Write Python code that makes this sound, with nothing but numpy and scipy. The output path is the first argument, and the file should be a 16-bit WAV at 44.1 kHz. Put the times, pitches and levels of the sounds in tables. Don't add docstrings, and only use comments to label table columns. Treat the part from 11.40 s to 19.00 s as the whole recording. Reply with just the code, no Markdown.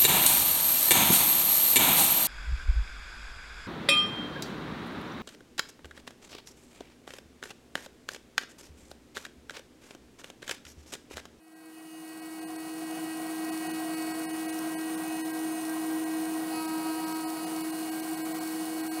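import sys
import numpy as np
from scipy import signal
from scipy.fft import rfft, irfft
from scipy.io import wavfile
from scipy.ndimage import uniform_filter1d

SR = 44100
rng = np.random.default_rng(int(sys.argv[2]) if len(sys.argv) > 2 else 0)


def transcribe(u):
    v = np.clip(np.atleast_2d(u).T, -1, 1)
    q = np.round(v * 32767).astype(np.int16)
    wavfile.write(sys.argv[1], SR, q)


def convert_level_to_amplitude(level_db):
    exponent = np.asarray(level_db, float) / 20
    return 10 ** exponent


N = 335160

# time in seconds, air level in dB, treble hiss over the air in dB.
AIR_FLOW = [
    (0.0, -42.5, -5.5),
    (5.59, -42.5, -5.5),
    (7.07, -42.5, -4.5),
    (7.6, -42.5, -5),
]
# frequency in Hz, density in dB per Hz.
AIR_COLOUR = [(15, -50), (45, -33), (65, -28), (120, -21), (200, -11), (500, -18), (900, -16), (1300, -17),
              (1700, -22), (3000, -24), (7700, -26), (8100, -21.5), (13300, -27), (15700, -27)]
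# frequency in Hz, width in Hz,
# boost in dB (negative for a dip).
DUCT_MODES = [(164.5, 13.2, 8), (180.7, 8.3, 6), (332.3, 61, 14), (419.5, 14, 7.5), (681.6, 78, 12.5),
              (739.6, 63.7, 13.5), (803, 17, 9), (589, 29, -6.5), (1044, 69, 10), (1140, 27, 4),
              (1478, 73, 8.5), (1887, 68, 12), (2243, 40, 9.5), (2410, 82, 4.5), (2990, 25, 9),
              (4200, 500, 3), (5700, 300, 1), (6500, 500, 1.5), (8750, 350, 3), (9800, 900, 2.5),
                 (10950, 300, 5), (13300, 600, -2), (14250, 700, 3)]
# frequency in Hz, level over the air in dB.
SECOND_MOTOR = [(480.5, -10), (2998, -22), (4269, -22)]
# time in seconds, lag in ticks.
CAGE_SLIP = [(0, .86), (.65, .78), (.95, .46), (1.3, .58), (1.75, .54), (2.1, .8), (2.55, 1), (2.95, .76),
             (3.3, .87), (3.9, 1.19), (4.5, 1.1), (5.05, .8), (5.45, 1.02), (5.8, .78), (6.4, .96),
             (7, .67), (7.25, .75), (7.6, .58)]
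# time in seconds, peak level in dB.
HARD_BLOWS = [(2.0475, -31), (2.1757, -30), (2.268, -29), (2.4012, -32), (2.5825, -28.5), (2.7948, -27),
              (2.8387, -29), (3.1894, -26.5), (3.6803, -29), (3.8584, -30), (3.904, -29), (4.208, -32),
              (4.252, -30), (4.2959, -28), (4.4655, -31), (4.8551, -31), (5.1589, -30), (5.682, -30),
              (5.9017, -27), (6.0314, -29), (6.2075, -30), (6.5992, -29), (6.6884, -31), (6.7328, -29),
              (7.1245, -33), (7.2545, -28)]
# frequency in Hz, level in dB, decay by 60 dB in seconds.
CASING_MODES = [(4300, -6, .006), (5600, 0, .01), (6400, -5, .006), (7300, -6, .006), (10400, -4, .005),
                (12200, -2, .004), (9600, -5, .004)]
# time in seconds, turns per second.
SHAFT_SPEED = [(0, 318.7), (1, 318.55), (1.6, 318.75), (2.1, 318.42), (3, 318.5), (3.6, 318.25),
               (4.5, 317.87), (5, 318.1), (6.2, 318.12), (6.7, 317.85), (7.3, 318.05), (7.6, 317.9)]
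# time in seconds, half length in seconds, rise in dB.
ROCKING = [(1.64, 0.014, 4.5), (2.878, 0.027, -3), (3.866, 0.02, 3), (4.07, .09, 2), (4.294, .035, 2.5),
           (4.533, 0.13, 3), (4.784, 0.075, 3), (4.94, .04, 3), (5.12, .12, 0.5), (5.35, 0.03, 4),
           (5.5, 0.039, 3), (5.65, 0.1, 0.5), (5.992, 0.061, -2.5), (6.183, 0.038, 1.5), (6.6, 0.068, -0.5),
           (6.67, 0.018, -2), (6.768, 0.018, -2)]
# time in seconds, strain from 0 to 1.
ROTOR_STRAIN = [
    (5.07, 0),
    (5.21, 1),
    (5.65, 1),
    (6.18, .55),
    (6.3, .1),
    (7.2, 0),
]
ORDER_LEVELS = [-35, -18, -17.5, -13, -12.5, -17, -15.5, -13.5, -32.5, -30, -28, -23, -15.5, -23, -23.5,
                -33, -33, -34, -24, -32, -29.5, -23.5, -28, -19.5, -28, -19, -16.5, -26.5, -16.5, -21, -26,
                -28.5, -15.5, -22.5, -22, -27, -22, -24, -27.5, -29, -33, -33, -22.5, -23, -30, -25.5,
                -20.5, -33]
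# order, drift from start to end in dB, change while warm in dB, under strain in dB.
ORDER_CHANGES = [(3, -1, 6, 14), (4, -5, -1, 10), (6, -6, 1, -9.5), (7, 0, -4, -2), (8, -6, -1, 1),
                 (9, -1, -3.5, -1.5), (10, -9, -4.5, 2.5), (12, -2, 0, 3), (13, 3, -1, 4), (14, -1, -9, 0),
                 (15, 1, -6, 4), (16, 0, -2, 1), (20, 0, 2, -9), (22, -11, -4.5, -4.5), (23, 7, -1.5, 0),
                 (25, 1, -4.5, -1.5), (26, -14, -1, -3), (28, 0, 0, -4.5), (29, -13, 3.5, -6.5),
                 (27, 4, 2.5, -2), (30, 0, 2, -2), (34, 1, -3, 3.5), (35, 3, -4.5, 0), (36, 11, 1, 2),
                 (38, 8, 1.5, 1), (39, -2, -1, 2), (44, 1, -3.5, -9.5), (45, 10, 1, 0), (47, -5, 3.5, 4.5)]
WARMING = [
    2.7,
    3.8,
    5.1,
    6.1,
]
# middle in seconds, rough length in seconds, change at 1-3
# kHz in dB (averaged with the next), change above in dB.
DEEP_GAPS = [(1.062, .027, 1, -25), (2.876, .026, -5, -29), (3.367, .027, -2, -28), (3.834, .024, 2, -31),
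             (5.863, .032, 2, -21), (6.835, .03, -24, -19), (7.5, .025, -5, -31)]
# middle in seconds, change at 1-3 kHz in dB (averaged with
SLIGHT_GAPS = [(.151, -5), (.813, -3), (1.007, -3), (1.176, -5), (2.113, -7), (2.287, 1), (2.328, -5),
               (2.563, -11), (2.734, -6), (2.926, -5), (3.077, -3), (3.117, -6), (3.567, -3), (3.927, -5),
               (4.653, -7), (5.271, -4), (5.657, -2), (5.741, -2), (6.06, -11), (6.232, -8), (6.319, -10),
               (6.51, -10), (6.618, -6), (6.766, -3), (6.937, -9), (7.001, -5), (7.427, -1)]

SNAP_HZ, RING_HZ = 14250, 8750


def curves(table):
    s, *columns = np.transpose(table)
    return [np.interp(np.arange(N) / SR, s, column) for column in columns]


def walk(rate):
    hold = int(SR / rate)
    held = np.repeat(rng.standard_normal(N // 100), hold)[:N]
    return 1.38 * uniform_filter1d(uniform_filter1d(held, hold), hold)


def ring(blows, hz, t60):
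    pole = np.exp(2j * np.pi * hz / SR - np.log(1000) / (t60 * SR))
    return signal.lfilter([1], [1, -pole], blows).imag


def air(turns, air_db, hiss_db):
    hz = np.fft.rfftfreq(N, 1 / SR) + 1
    colour_hz, colour_db = np.transpose(AIR_COLOUR)
    db = np.interp(np.log(hz), np.log(colour_hz), colour_db)
    for mode_hz, width, boost in DUCT_MODES:
        db += boost / (1 + (2 * (hz - mode_hz) / width) ** 2)
    noise = rfft(rng.standard_normal(N)) * convert_level_to_amplitude(db)
    scale = 1 / np.std(irfft(noise, N))
    treble = 1 / (1 + (3000 / hz) ** 4)
    low = irfft(noise * (1 - treble), N)
    high = irfft(noise * treble, N)
    puff = 1 + .33 * np.cos(2 * np.pi * turns)
    high *= puff * convert_level_to_amplitude(hiss_db + 0.66 * walk(30) + 1.1 * walk(300))
    low *= convert_level_to_amplitude(0.34 * walk(11) + 0.88 * walk(45))
    return scale * convert_level_to_amplitude(air_db + 2.0) * (low + high)


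def second_motor(air_db):
    t = np.arange(N) / SR
    drift = np.cumsum(0.00092 * walk(5)) / SR
    out = np.zeros(N)
    for hz, db in SECOND_MOTOR:
        out += convert_level_to_amplitude(db + air_db + 3.3 * walk(18)) * np.sin(2 * np.pi * hz * (t + drift))
    return out


def ticks():
    ticks_per_s, jitter_s = 22.85, .0015
    t = np.arange(N) / SR
    cage_turns = t * ticks_per_s - curves(CAGE_SLIP)[0]
    s = t[1:][np.diff(np.floor(cage_turns)) > 0]
    chance = rng.standard_normal((4, len(s)))
    level_db = np.minimum(-27 + 2.5 * chance[1], -24.5)
    snap_db = -18 + 1.3 * chance[2]
    ring_db = -12.5 + 1.3 * chance[3]
    rows = np.array([s + jitter_s * chance[0], level_db, snap_db, ring_db]).T
    for at, db in HARD_BLOWS:
        k = np.argmin(np.abs(s - at))
        rows[k, :2] = at, db + 6.5
    return rows


def bearing():
    rows = ticks()
    chance = rng.standard_normal((len(rows), 64))
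    snap, late, rub = np.zeros((3, N + 200))
    scrape = np.exp(-np.arange(64) / 6) / 3
    for (s, db, snap_db, ring_db), grit in zip(rows, chance):
        i = int(np.clip(s * SR, 0, N))
        snap[i] = convert_level_to_amplitude(db + snap_db)
        late[i + 40] = convert_level_to_amplitude(db + ring_db)
        rub[i + 10:i + 74] = convert_level_to_amplitude(db) * scrape * grit
    out = convert_level_to_amplitude(-7) * ring(ring(snap, SNAP_HZ, .002), SNAP_HZ, .004)
    out += convert_level_to_amplitude(-18.0) * ring(ring(late, RING_HZ, 0.0025), RING_HZ, 0.015)
    for hz, db, t60 in CASING_MODES:
        out += convert_level_to_amplitude(db - 14.5) * ring(rub, hz, t60)
    return out[:N]


def shaft_level():
    t = np.arange(N) / SR
    return -34.5 + sum(db * np.exp(-((t - s) / half) ** 2) for s, half, db in ROCKING)


def whine(turns, tone_db, air_db, strain):
    out = np.sqrt(2) * convert_level_to_amplitude(tone_db + 0.23 * walk(25)) * np.sin(2 * np.pi * turns)
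    sample = np.arange(N)
    coarse = sample[::64]
    wander = np.array([walk(rate)[coarse] for rate in (1.5, 2.5, 4., 14., 22., 30.)])
    smeared = turns + 0.0015 * walk(40)
    mix = rng.standard_normal((len(ORDER_LEVELS), 6)) * np.repeat([.35, 1.0], 3)
    start = rng.random(len(ORDER_LEVELS))
    age = np.interp(coarse / SR, WARMING, [-.5, 0, 0, .5])
    warm = np.interp(coarse / SR, WARMING, [0, 1, 1, 0])
    early = np.interp(coarse + .11 * SR, sample, strain)
    changes = {order: dbs for order, *dbs in ORDER_CHANGES}
    for k, order_db in enumerate(ORDER_LEVELS):
        order = k + 2
        drift_db, warm_db, strained_db = changes.get(order, (0, 0, 0))
        rest_db = drift_db * age + warm_db * warm
        load = early if k > 7 else strain[coarse]
        load_db = strained_db + 1.5 + 0.58 * (9 < k < 15)
        flutter_db = min(0.78 + k / 15, 1.1) * mix[k] @ wander
        db = order_db + rest_db + load * (load_db - rest_db) + flutter_db
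        gain = np.interp(sample, coarse, np.sqrt(2) * convert_level_to_amplitude(db + air_db[coarse] + 0.28))
        out += gain * np.sin(2 * np.pi * (order * smeared + start[k]))
    return out


def scene():
    air_db, hiss_db = curves(AIR_FLOW)
    turns = np.cumsum(curves(SHAFT_SPEED)[0]) / SR
    strain = curves(ROTOR_STRAIN)[0]
    mix = air(turns, air_db, hiss_db + 5.0) + second_motor(air_db) + bearing()
    mix += whine(turns, shaft_level(), air_db, strain)
    fade = np.interp(np.arange(N) / SR, [-0.13, 2.21], [0, 1])
    return (fade * mix)[None]


def thin_out(x):
    out, hz = x.copy(), np.fft.rfftfreq(4096, 1 / SR)
    slight = [(s, .0155, db, -15) for s, db in SLIGHT_GAPS]
    for s, length, mid_db, top_db in DEEP_GAPS + slight:
        half = int(.9 * length * SR)
        at = np.clip(int((s - .002) * SR) + np.arange(-half, half), 0, N - 1)
        taper = np.interp(top_db, [-30, -15], [.55, 1])
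        fade = np.sqrt(signal.windows.tukey(2 * half, taper))
        spectrum = rfft(x[at] * fade, 4096)
        size = np.abs(spectrum) + 1e-12
        around = np.exp(uniform_filter1d(np.log(size), size=200))
        middle_db = (mid_db + top_db) / 2
        loss_db = np.interp(hz, [800, 1100, 2900, 3100], [0, middle_db, middle_db, top_db])
        step_db = np.interp(loss_db, [-30, -11, -5, 0], [18, 17.5, 10, -9]) - 2 * (hz < 7000)
        step = around * convert_level_to_amplitude(step_db)
        rounded = spectrum / size * step * np.round(size / step)
        change = (rounded - spectrum) * (1 - convert_level_to_amplitude(1.6 * loss_db))
        out[at] += fade * irfft(change, 4096)[:2 * half]
    return out


def low_pass(x):
    return signal.sosfilt(signal.butter(12, 16730, fs=SR, output="sos"), x)


def record(dry):
    top_cut = signal.ellip(12, .3, 80, 15730, fs=SR, output="sos")
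    mix = signal.sosfilt(top_cut, thin_out(dry[0]))
    return low_pass(mix[None])


dry = scene()
out = record(dry)
transcribe(out)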